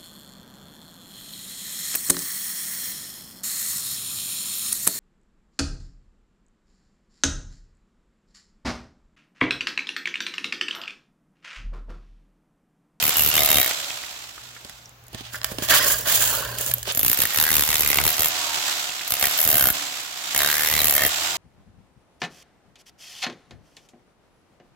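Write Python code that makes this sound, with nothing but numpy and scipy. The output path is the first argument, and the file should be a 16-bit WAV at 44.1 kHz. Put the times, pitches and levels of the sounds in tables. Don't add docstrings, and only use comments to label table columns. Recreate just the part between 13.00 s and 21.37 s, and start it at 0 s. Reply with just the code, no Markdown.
import sys
import numpy as np
from scipy import signal
from scipy.fft import rfft, irfft, next_fast_len
from scipy.io import wavfile

SR = 44100
rng = np.random.default_rng(int(sys.argv[2]) if len(sys.argv) > 2 else 0)


def digitize_waveform(pressure):
    field = np.atleast_2d(pressure).T
    bounded = np.clip(field, -1, 1)
    quanta = np.round(bounded * 32767).astype(np.int16)
    wavfile.write(sys.argv[1], SR, quanta)


def elevation(decibels):
    levels = np.asarray(decibels, float)
    return 10 ** (levels / 20)


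N = 369116
T = np.arange(N) / SR
SIZE = next_fast_len(N + 8192)
HZ = np.maximum(np.arange(SIZE // 2 + 1) * SR / SIZE, 1)

# (time [s], blows so far [count])
STRIKER = [
    [(.0131, 0), (.106, 7), (.1954, 14), (.315, 23), (.3922, 29), (.4482, 33), (.5843, 43), (.661, 48),
     (.7107, 51)],
    [(3.9224, 0), (3.9749, 2), (4.0316, 5), (4.1155, 10), (4.219, 17), (4.3245, 23), (4.3469, 25),
     (4.4663, 34), (4.554, 41), (4.6635, 49), (4.8208, 61), (4.9298, 69), (5.001, 74), (5.0782, 80),
     (5.2844, 96)],
    [(6.0777, 0), (6.1057, 1), (6.1385, 3), (6.2556, 11), (6.2977, 14), (6.4291, 24), (6.4633, 27),
     (6.5418, 33), (6.6096, 38), (6.7022, 44)],
    [(7.3487, 0), (7.461, 8), (7.6216, 20), (7.8829, 40), (8.0917, 55)],
]
# (frequency [Hz], density [dB per Hz])
GRIT = [(180, -51), (300, -12), (460, -47), (586, -3), (1340, -2), (1730, -1), (2170, -1.5), (3180, 5),
        (7480, -8), (9000, -8), (11700, -68), (19800, -120)]
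# (frequency [Hz], density [dB per Hz])
DUST = [(4120, -19), (7000, 2), (7640, 1), (8060, -4.5), (9630, -5.5), (11200, 0.5), (12700, -5),
        (14200, 2.5), (15600, 3)]
# (frequency [Hz], level [dB], t60 [s])
SHARDS = [(639, -7.5, 0.14), (1116, -6.5, 0.1), (1623, 1, 0.043), (1800, -2, 0.09), (3140, -5, 0.058),
          (5000, -0.5, 0.049)]
# (frequency [Hz], likeness [0..1])
LIKENESS = [(60, 1), (200, 0.81), (600, 0.87), (1600, 0.087), (5000, 0.027), (15000, 0.5)]


def in_time(rows):
    s, *columns = np.transpose(rows)
    return [np.interp(T, s, c) for c in columns]


def at_hz(points, hz):
    table_hz, values = np.transpose(points)
    return np.interp(np.log(hz), np.log(table_hz), values)


def drift(rate):
    knot_rate = 400
    knots = rng.standard_normal(int(N / SR * knot_rate))
    r = np.exp(-2 * np.pi * rate / knot_rate)
    slow = signal.lfilter([1], [1, -2 * r, r * r], knots)
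    return np.interp(T * knot_rate, np.arange(len(slow)), slow / slow.std())


def coloured(envelope, spectrum, likeness, lag, peaks=(), on=slice(None)):
    grid = 16384
    hz = np.maximum(np.arange(grid // 2 + 1) * SR / grid, 1)
    gain = elevation(at_hz(spectrum, hz))
    for centre, width, db in peaks:
        gain = gain * (1 + elevation(db) / (1 + (2 * (hz - centre) / width) ** 2))

    cepstrum = irfft(np.log(gain + 1e-7))
    cepstrum[1:grid // 2] *= 2
    cepstrum[grid // 2 + 1:] = 0
    body = rfft(irfft(np.exp(rfft(cepstrum)))[:grid // 2], SIZE)

    right, own = rfft(envelope * rng.standard_normal((2, N)), SIZE) * body
    alike = np.clip(at_hz(likeness, HZ), 0, .99)
    delayed = right * np.exp(-2j * np.pi * HZ * lag / SR)
    left = alike * delayed + np.sqrt(1 - alike ** 2) * own
    out = irfft([left, right], SIZE)[:, :N]
    return out / np.sqrt(np.mean(out.mean(axis=0)[on] ** 2))


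def panned(x, pan_db):
    return x * elevation(np.outer([.5, -.5], pan_db))


def bursts(times, sizes, rise_s, fall_s):
    clicks = np.bincount((np.clip(times, 0, T[-1]) * SR).astype(int), sizes, N) + 1e-12
    rise, fall = np.exp(-1 / (np.maximum([rise_s, fall_s], 2e-5) * SR))
    return signal.lfilter([1 - rise], np.convolve([1, -rise], [1, -fall]), clicks)


def rings(at, modes, scatter_db, detune):
    length = 1100
    out, tail = np.zeros((2, N + length)), np.arange(length) / SR
    chance = rng.standard_normal((len(at), 3, modes.shape[1], 1))
    for s, mode, db, (off, size, turn) in zip(at, modes, scatter_db, chance):
        hz, mode_db, t60 = mode[:, :1], mode[:, 1:2], mode[:, 2:]
        phase = 2 * np.pi * hz * (1 + detune * off) * tail
        level = elevation(mode_db + db * size - 60 * tail / t60)
        start = int(s * SR)
        for side in (0, 1):
            out[side, start:start + length] += np.sum(level * np.sin(phase + side * turn), axis=0)
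    return out[:, :N]


def swells(start, held, level_db, rise, fall):
    t = T[::32, None]
    before, after = np.maximum(start - t, 0), np.maximum(t - start - held, 0)
    db = level_db - rise * before - fall * after
    return np.interp(T, t[:, 0], np.maximum(db.max(axis=1), -120))


def shove_levels():
    # (start [s], held [s], steel crack [dB], tile break [dB], slab thump [dB])
    shoves = [(0.027, .065, -22, -24, -36.5), (.17, 0.12, -21, -27.5, -35.5), (.34, 0.12, -22, -22, -36.5),
              (0.502, 0.11, -20, -20, -36.5), (3.99, 0.14, -21, -25, -36),
              (4.19, 0.065, -24.5, -23.5, -35.5), (4.377, 0.059, -20.5, -21.5, -36.5),
              (4.512, 0.12, -22, -21, -35), (4.69, 0.072, -25, -21.5, -41), (4.8, 0.24, -26.5, -25, -35.5),
              (5.052, 0.027, -22, -21, -32), (5.193, 0.066, -23.5, -23.5, -39.5),
              (6.119, 0.016, -23, -23, -37.5), (6.226, 0.047, -23, -21.5, -42),
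              (6.398, .05, -21.5, -28.5, -53), (6.459, 0.35, -20, -24, -37),
              (7.35, 0.13, -26.5, -22.5, -42.5), (7.46, 0.27, -27, -24, -48), (7.72, 0.13, -25, -22.5, -36),
              (7.831, 0.13, -20, -24, -40.5), (8.029, 0.039, -24.5, -20, -32.5)]
    slopes = [(210, 186), (380, 250), (690, 1300)]   # (rise, fall) [dB per s] of steel, tile, slab
    s, held, *levels_db = np.transpose(shoves)
    on = sum((T > r[0][0] - .015) & (T < r[-1][0] + .03) for r in STRIKER) > 0
    return [np.where(on, np.maximum(swells(s, held, db, rise, fall), -90), -120)
            for db, (rise, fall) in zip(levels_db, slopes)]


def background():
    # (time [s], level [dB])
    gain_curve = [
        (0, -56),
        (.75, -58),
        (2.0, -51),
        (2.6, -35.5),
        (3.87, -37.5),
        (4.03, -55),
        (5.0, -68),
        (5.8, -68),
        (8.37, -61),
    ]
    # (frequency [Hz], density [dB per Hz])
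    hiss_colour = [(88, -6.5), (150, -7.5), (326, -13.5), (738, -9), (1370, -11), (7030, -20), (9050, -42),
                   (15600, -19)]
    rumble_colour = [(20, -24), (55, 5.0), (100, -7.0), (200, -29.0)]
    hum_db, = in_time(gain_curve)
    rumble_db = -57.5 + .94 * (hum_db + 49)
    hum_hz = 119.3 + 2.15 * drift(12.3)
    hum = elevation(hum_db - 5.5 + 3.5 * drift(5.4)) * np.sin(2 * np.pi * np.cumsum(hum_hz) / SR)
    rumble = elevation(rumble_db + elevation(-38) * drift(7.8)) * coloured(1, rumble_colour, LIKENESS, 0)
    return hum + rumble + elevation(-54.5) * coloured(1, hiss_colour, LIKENESS, 6.8)


def motor():
    # (pulled [s], held [s], motor [dB], coasting [dB per s])
    trigger = [
        (0, 0.47, -26, 31.5),
        (4.1, 1.596, -31.5, 24),
        (6.3, 0.086, -28.5, 15.5),
        (7.4, 0.81, -31, 17),
    ]
    # (from [s], for [s], speed at first [turns per s], change [turns per s per s])
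    crank = [
        (.72, .9, 74, -27.5),
        (5.3, .75, 84, -33),
        (6.74, .58, 72, -24),
        (8.09, .28, 75, 43),
    ]
    # (multiple of crank speed, level [dB])
    orders = [(1, -1.5), (2, -5.5), (4, -3.5), (5, -4.5), (7, -3), (8, 5.5), (9, 5.5), (11, 1), (12, 7.5),
              (14, 8.5), (35.0, 0), (59.5, 7)]
    # (frequency [Hz], density [dB per Hz])
    whirr = [(35, -83), (60, -35), (156, -8.5), (192, -23), (272, -6), (487, -10.5), (600, -2.5),
             (1420, 1.5), (1630, 1), (3690, 2), (7580, 1), (8720, -5.5), (15600, -7.5)]
    # (frequency [Hz], width [Hz], level [dB])
    housing = [(727, 31, 1.5), (1434, 11, 3), (2530, 25, -7), (3480, 1700, -6), (7540, 83, 2.5)]
    spin_up, stall_after_s, stall_fall = 37.5, 1.35, 85

    s, held, pulled_db, coast = np.transpose(trigger)
    level_db = swells(s, held, pulled_db, spin_up, coast)
    since = T - held[0]
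    level_db += 7.5 * (T < s[1]) * np.clip(since, 0, stall_after_s) ** 2
    stalled = (since > stall_after_s) & (T < s[1])
    restart_db = swells(s[1], 0, pulled_db[1], 2.7 * spin_up, 99)
    level_db = np.maximum(level_db - stall_fall * stalled * (since - stall_after_s), restart_db)

    turns = sum(((T > a) & (T < a + span)) * (first + change * (T - a))
                for a, span, first, change in crank)
    free = turns > 0
    crank_db = level_db - 28.5 + .73 * (turns - 70)
    phase = 2 * np.pi * np.cumsum(turns * (1 + .009 * drift(6))) / SR
    grain = elevation(1.3 * drift(70) + .4 * drift(8) + 1.8 * np.cos(phase) * free)
    duck_db = -.6 * np.maximum(shove_levels()[0] + 35, 0)
    out = elevation(level_db + 4.0 + duck_db) * coloured(grain, whirr, LIKENESS, 6.8, housing)
    for k, db in orders:
        order_db = crank_db[free] + db + 4.1 * drift(2.6)[free]
        out[:, free] += elevation(order_db) * np.sin(k * phase[free] + k * k)
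    return panned(out, -3.5)


def scrape():
    # (start [s], held [s], level [dB], dust against it [dB], fall [dB per s])
    strokes = [(2.14, 0.14, -45.5, -11, 297), (2.343, 0.011, -41.5, 5, 302), (2.45, 0.067, -47, 6, 102),
               (2.6, .08, -43, -7, 100), (2.635, 0.0085, -35.5, 6, 300), (2.708, 0.06, -22.5, 4, 95),
               (2.847, 0.053, -30.5, 13.5, 111), (3.074, 0.068, -30, 6, 33), (3.15, 0.083, -30, 9.5, 74),
               (3.33, 0.017, -32.5, 10.5, 140), (3.58, 0.1, -41, 10.5, 146), (3.899, 0.016, -27, -13, 1498)]
    # (frequency [Hz], width [Hz], level [dB])
    blade_peaks = [(613, 280, -28.5), (1585, 170, -29), (1750, 70, -17), (4570, 270, -10), (6500, 260, 1),
                   (8640, 87, -20)]
    # (time [s], pitch factor, level [dB])
    heap = [
        (2.3, 0.96, -0.5),
        (2.72, 1.0, -3.5),
        (2.95, 0.99, -0.5),
        (3.05, 1, -0.5),
        (3.2, 0.98, -10),
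        (3.35, .85, 1.5),
        (3.5, 0.9, 3),
        (3.9, 0.92, -13.5),
    ]
    rumble_colour = [(80, -9), (160, -5.5), (300, -7.5), (580, 2.5), (900, -13)]
    rise = 506
    s, held, db, dust_db, fall = np.transpose(strokes)
    level_db = swells(s, held, db, rise, fall)
    treble_db = swells(s, held, db + dust_db, rise, fall) - level_db
    drag_db = swells(2.52, 1.4, -41.5, 340, 900)
    rumble_db = drag_db + .07 * (level_db - 4) - level_db + 10.5

    caught = np.flatnonzero(rng.random(N) < 1400 * elevation(2.0 * drift(40)) / SR) / SR
    grain_db = 3.6 * np.minimum(rng.exponential(1, len(caught)), 4)
    grains = bursts(caught, elevation(grain_db), .0001, 0.0053) + 1.8
    blade = coloured(grains, GRIT, LIKENESS, 7.9, blade_peaks)

    tumbles = rng.uniform(2.3, 3.9, 280)
    pitch, heap_db = in_time(heap)
    pieces = np.tile(SHARDS, (len(tumbles), 1, 1))
    pieces[:, :, 0] *= pitch[(tumbles * SR).astype(int), None]
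    shards = elevation(heap_db) * rings(tumbles, pieces, 0 * tumbles + 4, .07)

    dust_grains = grains ** 1.4 * elevation(0.37 * drift(29))
    dust = elevation(treble_db) * coloured(dust_grains, DUST, LIKENESS, 3.8)
    rumble = elevation(rumble_db - 5.5) * coloured(elevation(6.8 * drift(27)), rumble_colour, LIKENESS, 2.2)
    return elevation(level_db + 0.5) * panned(blade + shards + dust + rumble, -3.5)


def knocks():
    # (time [s], peak [dB], low [dB], treble [dB])
    contacts = [(1.648, -23.5, -29.5, -53), (1.696, -25.5, -47, -24), (1.893, -45, -60, -33),
                (2.0386, -50, -60, -37), (2.0675, -48, -60, -35), (2.082, -43, -60, -30),
                (2.13, -81, -32.5, -33), (2.1463, -18.5, -24.5, -42), (2.2078, -30, -29, -43),
                (2.336, -36, -37, -21), (2.4154, -18.5, -42, -43), (2.432, -23, -60, -22),
                (2.4443, -5.5, -51, -3.5), (2.519, -45, -21.5, -45), (2.5845, -14, -17, -34),
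                (2.6228, -16, -21, -22), (2.687, -8, -35, -12), (2.7055, -12, -26, -21),
                (2.74, -3, -37, -26), (2.763, -7, -40, -7), (3.585, -18, -58, -10), (3.6104, -25, -49, -8),
                (3.616, -29, -59, -15), (3.663, -35, -34, -6), (3.669, -35, -62, -20),
                (3.6775, -35, -60, -20), (3.684, -35, -60, -18), (3.699, -30, -60, -11),
                (3.7152, -16, -60, -13), (3.712, -19.5, -36, -9), (3.7379, -21, -50, -22),
                (3.7826, -32, -59, -16), (3.8295, -23, -49, -14), (3.855, -22, -39, -52),
                (3.922, -35, -50, -11), (3.9493, -20, -28, -12), (3.973, -13.5, -24, -14),
                (4.2258, -12, -40, -16), (4.9867, -10, -35, -40), (5.6795, -16, -49, -30),
                (6.2263, -5, -25, -24), (6.388, -8, -44, -30)]
    thud = [(100, -0.5), (200, 0.5), (700, -7.0), (1500, -21.0)]
    s, peak_db, low_db, treble_db = np.transpose(contacts)
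    modes = np.tile(SHARDS, (len(s), 1, 1))
    modes[:, :, 1] += peak_db[:, None]
    out = elevation(-24) * rings(s, modes, 0 * s + 4, .03)
    layers = [(peak_db - 8.5, .0015, GRIT), (treble_db - 6.5, .002, DUST), (low_db - 5.0, .006, thud)]
    for db, fall_s, colour in layers:
        envelope = bursts(s, elevation(db), .00003, fall_s)
        out = out + coloured(envelope, colour, LIKENESS, 4.1) * np.sqrt(np.mean(envelope ** 2))
    return panned(out, -4.0)


def snaps():
    # (time [s], peak [dB], pitch [Hz], t60 [s])
    clicks = [(0.9056, -24, 2610, 0.018), (1.0378, -32, 2053, .02), (1.0832, -34.5, 2840, 0.022),
              (1.164, -33, 3270, .02), (1.379, -34, 1649, 0.028), (1.5645, -39, 1800, 0.042),
              (1.696, -39, 1740, .03), (2.345, -25, 1620, .08), (1.8575, -35.5, 5690, 0.024),
              (2.7213, -17, 1700, 0.044), (2.7392, -13, 1680, 0.071), (2.868, -18, 4900, 0.018),
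              (2.909, -21, 1700, 0.039), (3.09, -27, 1800, 0.034), (3.215, -21.5, 1600, 0.064),
              (3.3285, -24, 1230, 0.068), (3.424, -25, 1190, .05), (3.5784, -29, 3920, 0.018),
              (3.7385, -3, 12650, 0.015), (.026, -13.5, 2620, 0.025), (.078, -20, 2310, 0.023),
              (.381, -15.5, 2290, .03), (4.9853, -11, 2260, 0.026), (4.9865, -16, 1010, 0.032),
              (5.003, -25.5, 1180, 0.058), (5.0795, -18, 3930, 0.042), (5.8414, -26, 3640, .02),
              (5.8945, -22, 3420, 0.018), (5.9145, -26, 2170, 0.022), (5.994, -23.5, 3700, 0.023),
              (6.0106, -26.5, 2130, 0.04), (5.683, -28, 1330, 0.099), (6.2406, -17.5, 1920, 0.059)]
    ratios = [0.801, .93, 1.0, 1.09, 1.25]
    s, db, hz, t60 = np.array(clicks).T[:, :, None]
    spread = np.minimum(2620 / hz, 1)
    modes = np.stack(np.broadcast_arrays(hz * ratios ** spread, db - 6, t60), axis=2)
    return panned(rings(s[:, 0], modes, 0 * s[:, 0] + 3, 0.037), -2.9)


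def blow_modes(at, odd_db):
    # (frequency [Hz], level [dB], t60 [s])
    chisel = [(654, -12.5, 0.11), (738, -10.5, 0.11), (1242, -12, 0.11), (2140, -12.5, 0.087),
              (2740, -7, 0.066), (3140, -6.5, 0.087), (3580, -7, 0.04)]
    # (time [s], ring [Hz], ring share [dB], boom of the blade [dB])
    patch_curve = [(.3, 1850, -32, -7), (.4, 1910, -31, 11), (.46, 1950, -18, 4), (.65, 1930, -6.5, 8.5),
                   (4.0, 1750, -33.5, -6), (4.33, 1930, -3.5, -14), (4.42, 1750, -22, -23),
                   (4.48, 1640, 7, -23), (4.53, 1810, -18, -29), (4.9, 2130, -8, -4), (5.3, 1860, -18, 3),
                   (6.2, 1992, -35, 2.5), (6.65, 1460, -6, 6.5), (7.36, 1680, -13, 6), (7.44, 1580, -6, 3),
                   (7.54, 1670, -4.5, -13), (7.62, 1830, -6, -10), (7.72, 2020, -6.5, -7),
                   (7.8, 1990, -10.5, -3), (7.93, 1880, -16, 6), (8.0, 1850, -3.5, 10),
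                   (8.1, 1670, -10.5, 3)]
    # (time [s], frequency [Hz], level [dB])
    plate_curve = [(0, 2800, -16), (.15, 2870, 4), (.36, 2800, -1), (.39, 3800, 5), (.45, 3900, -3),
                   (.56, 3700, 4), (.7, 3760, -1), (4.0, 3530, -14), (5.3, 3950, -20), (6.7, 3840, -15),
                   (7.36, 3950, -7), (7.45, 3770, 4), (7.54, 4100, -4), (7.6, 3980, -14.5),
                   (7.72, 4270, -15), (7.79, 3970, 5.5), (7.87, 4200, -6), (8.1, 3900, -25)]
    boom_shares = [1, 0.77, 0.2, 0.91, 0.15, 0.38, -0.2]
    i = (at * SR).astype(int)
    patch_hz, patch_db, boom_db = [c[i] for c in in_time(patch_curve)]
    plate_hz, plate_db = [c[i] for c in in_time(plate_curve)]
    patch = np.transpose([patch_hz, patch_db + 10.5, 0 * at + .024])[:, None]
    plate = np.transpose([plate_hz, plate_db, 0 * at + .034])[:, None]
    blade = np.tile(chisel, (len(at), 1, 1)) - [0, 4.5, 0]
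    blade[:, :, 1] += np.outer(boom_db, boom_shares)
    modes = np.concatenate([blade, patch, patch * [1.14, 1, 1] - [0, 3, 0], plate], axis=1)
    modes[:, :, 1] += odd_db[:, None]
    return modes


def hammer():
    # (time [s], steel [dB], tile [dB])
    odd_blows = [(0.014, -25, -4), (0.08, 0, -5), (0.119, -17, -17), (0.132, -15, -16), (0.145, -9, 2),
                 (0.158, -15, 9), (0.198, 1, 7), (0.211, 2, 2), (0.316, -18, 7), (0.329, -15, 0),
                 (0.46, 4, 1), (0.473, -6, 5), (0.487, 1, 4), (0.662, 9, 6), (0.678, 2, 7), (0.695, 5, 5),
                 (0.711, -5, 16.5), (3.922, -3, -7), (3.975, 6, -15), (4.013, -11, -8), (4.16, -15, -20),
                 (4.22, 9, -1), (4.271, -3, -22), (4.289, -5, -13), (4.323, -12, 7), (4.388, -11, 2.5),
                 (4.609, -2, -3), (4.649, 0, -14), (4.77, 2, -6), (4.783, 3, -7), (4.797, 7, 2.5),
                 (4.81, 11, 1), (4.878, 8, -2), (4.904, 9, 2.5), (4.931, -11, 4), (4.972, 8, 2),
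                 (4.985, -4, 4.5), (4.999, -2, -6), (5.012, -15, 3), (5.025, -15, -14), (5.156, -14, 4),
                 (5.182, -9, 2), (5.22, 4, 1.5), (5.272, -1, -3), (6.153, -7, -1), (6.168, -15, 5),
                 (6.182, -20, -11), (6.282, -5, -6), (6.295, -9, -16), (6.347, -15, -2), (6.36, -23, -10),
                 (6.464, -17, -7), (7.378, 10.5, -4), (7.831, -12, -3), (7.939, -3, -3), (7.981, -1, 8),
                 (7.995, -9, 7), (8.064, 5.5, -3), (8.078, 1, -12), (8.092, -6, -2.5)]
    # (frequency [Hz], density [dB per Hz])
    crack_colour = [(3000, -58), (5000, -7.5), (7300, 0.5), (8400, -8), (10300, 3.5), (12000, 16),
                    (13700, 7), (15200, 12.5), (16200, -0.5)]
    # (frequency [Hz], density [dB per Hz])
    break_colour = [(180, -35), (300, -28), (523, -1.5), (735, -5.5), (848, 1), (1240, -1), (1960, 2),
                    (2330, 1.5), (3780, 1), (9000, 0.5), (11700, -4), (19800, -120)]
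    # (frequency [Hz], density [dB per Hz])
    thump_colour = [(15, 9), (25, -16), (59, 7), (221, -3.5), (267, -3), (361, -7.5), (404, -5.5),
                    (500, -8), (650, -13), (1100, -120)]
    # (frequency [Hz], likeness [0..1])
    likeness = [(60, 0), (250, .05), (600, .55), (1600, .55), (5000, .45), (15000, .3)]

    at = np.concatenate([np.interp(np.arange(r[-1][1] + 1), *np.transpose(r)[::-1]) for r in STRIKER])
    crack_db, break_db, thump_db = shove_levels()
    on = crack_db > -100
    uneven = np.where((at > 7.4) & (at < 7.8), .35, 1)
    luck = rng.standard_normal((len(at), 7)) * uneven[:, None]
    odd_db = np.zeros((len(at), 2))
    for s, *db in odd_blows:
        odd_db[np.abs(at - s).argmin()] = db
    modes = blow_modes(at, odd_db[:, 1])

    at = at - .0004 + .0004 * luck[:, 0]
    strike = at - .0011 + .0005 * luck[:, 1]
    rebound = at + .002 + .0006 * luck[:, 2]
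    times = np.concatenate([at, strike, rebound])
    edge_db, strike_db, rebound_db = 1.3 * luck[:, 3], 3 * luck[:, 4], -10 + 3 * luck[:, 5]
    steel_db = np.concatenate([edge_db, strike_db - 9, rebound_db])
    tile_db = np.concatenate([edge_db, strike_db - 12, rebound_db + 3.5])
    sizes = elevation(steel_db + np.tile(odd_db[:, 0], 3))
    bites = elevation(tile_db + np.tile(odd_db[:, 1], 3))

    rattle = elevation(-27.5 + 6.4 * drift(90))
    singing = elevation(-23) * bursts(times, sizes, .00004, .0078)
    steel = bursts(times, sizes, .00008, 0.0006) + singing + rattle
    crack = coloured(steel, crack_colour, likeness, -1, on=on)
    crumble = bursts(times, bites, .0001, .0009) + 0.25 * rattle
    tile = elevation(-4) * coloured(crumble, break_colour, likeness, -3, on=on)
    tile = tile + rings(at, modes, 3 * uneven, .022)
    slab = bursts(at, elevation(1.93 * luck[:, 6]), 0.00072, 0.0014)
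    thump = coloured(slab, thump_colour, likeness, 0, on=on)
    return panned(elevation(crack_db) * crack, -.5) + panned(elevation(break_db) * tile, -2) + elevation(thump_db) * thump


def room(x):
    t60_s, level_db = .45, -16
    t = np.arange(SR // 2) / SR
    tail = rng.standard_normal((2, len(t))) * elevation(-60 * t / t60_s) * (t > .004)
    tail = signal.lfilter([1], [1, -.5], tail)
    tail = tail / np.sqrt(np.sum(tail ** 2) / 2)
    return elevation(level_db) * signal.fftconvolve(x, tail, axes=1)[:, :N]


def scene():
    struck = hammer() + scrape() + knocks() + snaps()
    return struck + room(struck) + motor() + background()


def roll_off(x):
    return signal.sosfilt(signal.butter(12, 16970, fs=SR, output="sos"), x)


def record(dry):
    low_cut = signal.butter(2, 44, "high", fs=SR, output="sos")
    top_cut = signal.cheby2(24, 60, 16250, fs=SR, output="sos")
    x = signal.sosfilt(low_cut, dry)
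    x = .8 * np.tanh(x / .8)
    return roll_off(signal.sosfilt(top_cut, x))


dry = scene()
out = record(dry)
digitize_waveform(out)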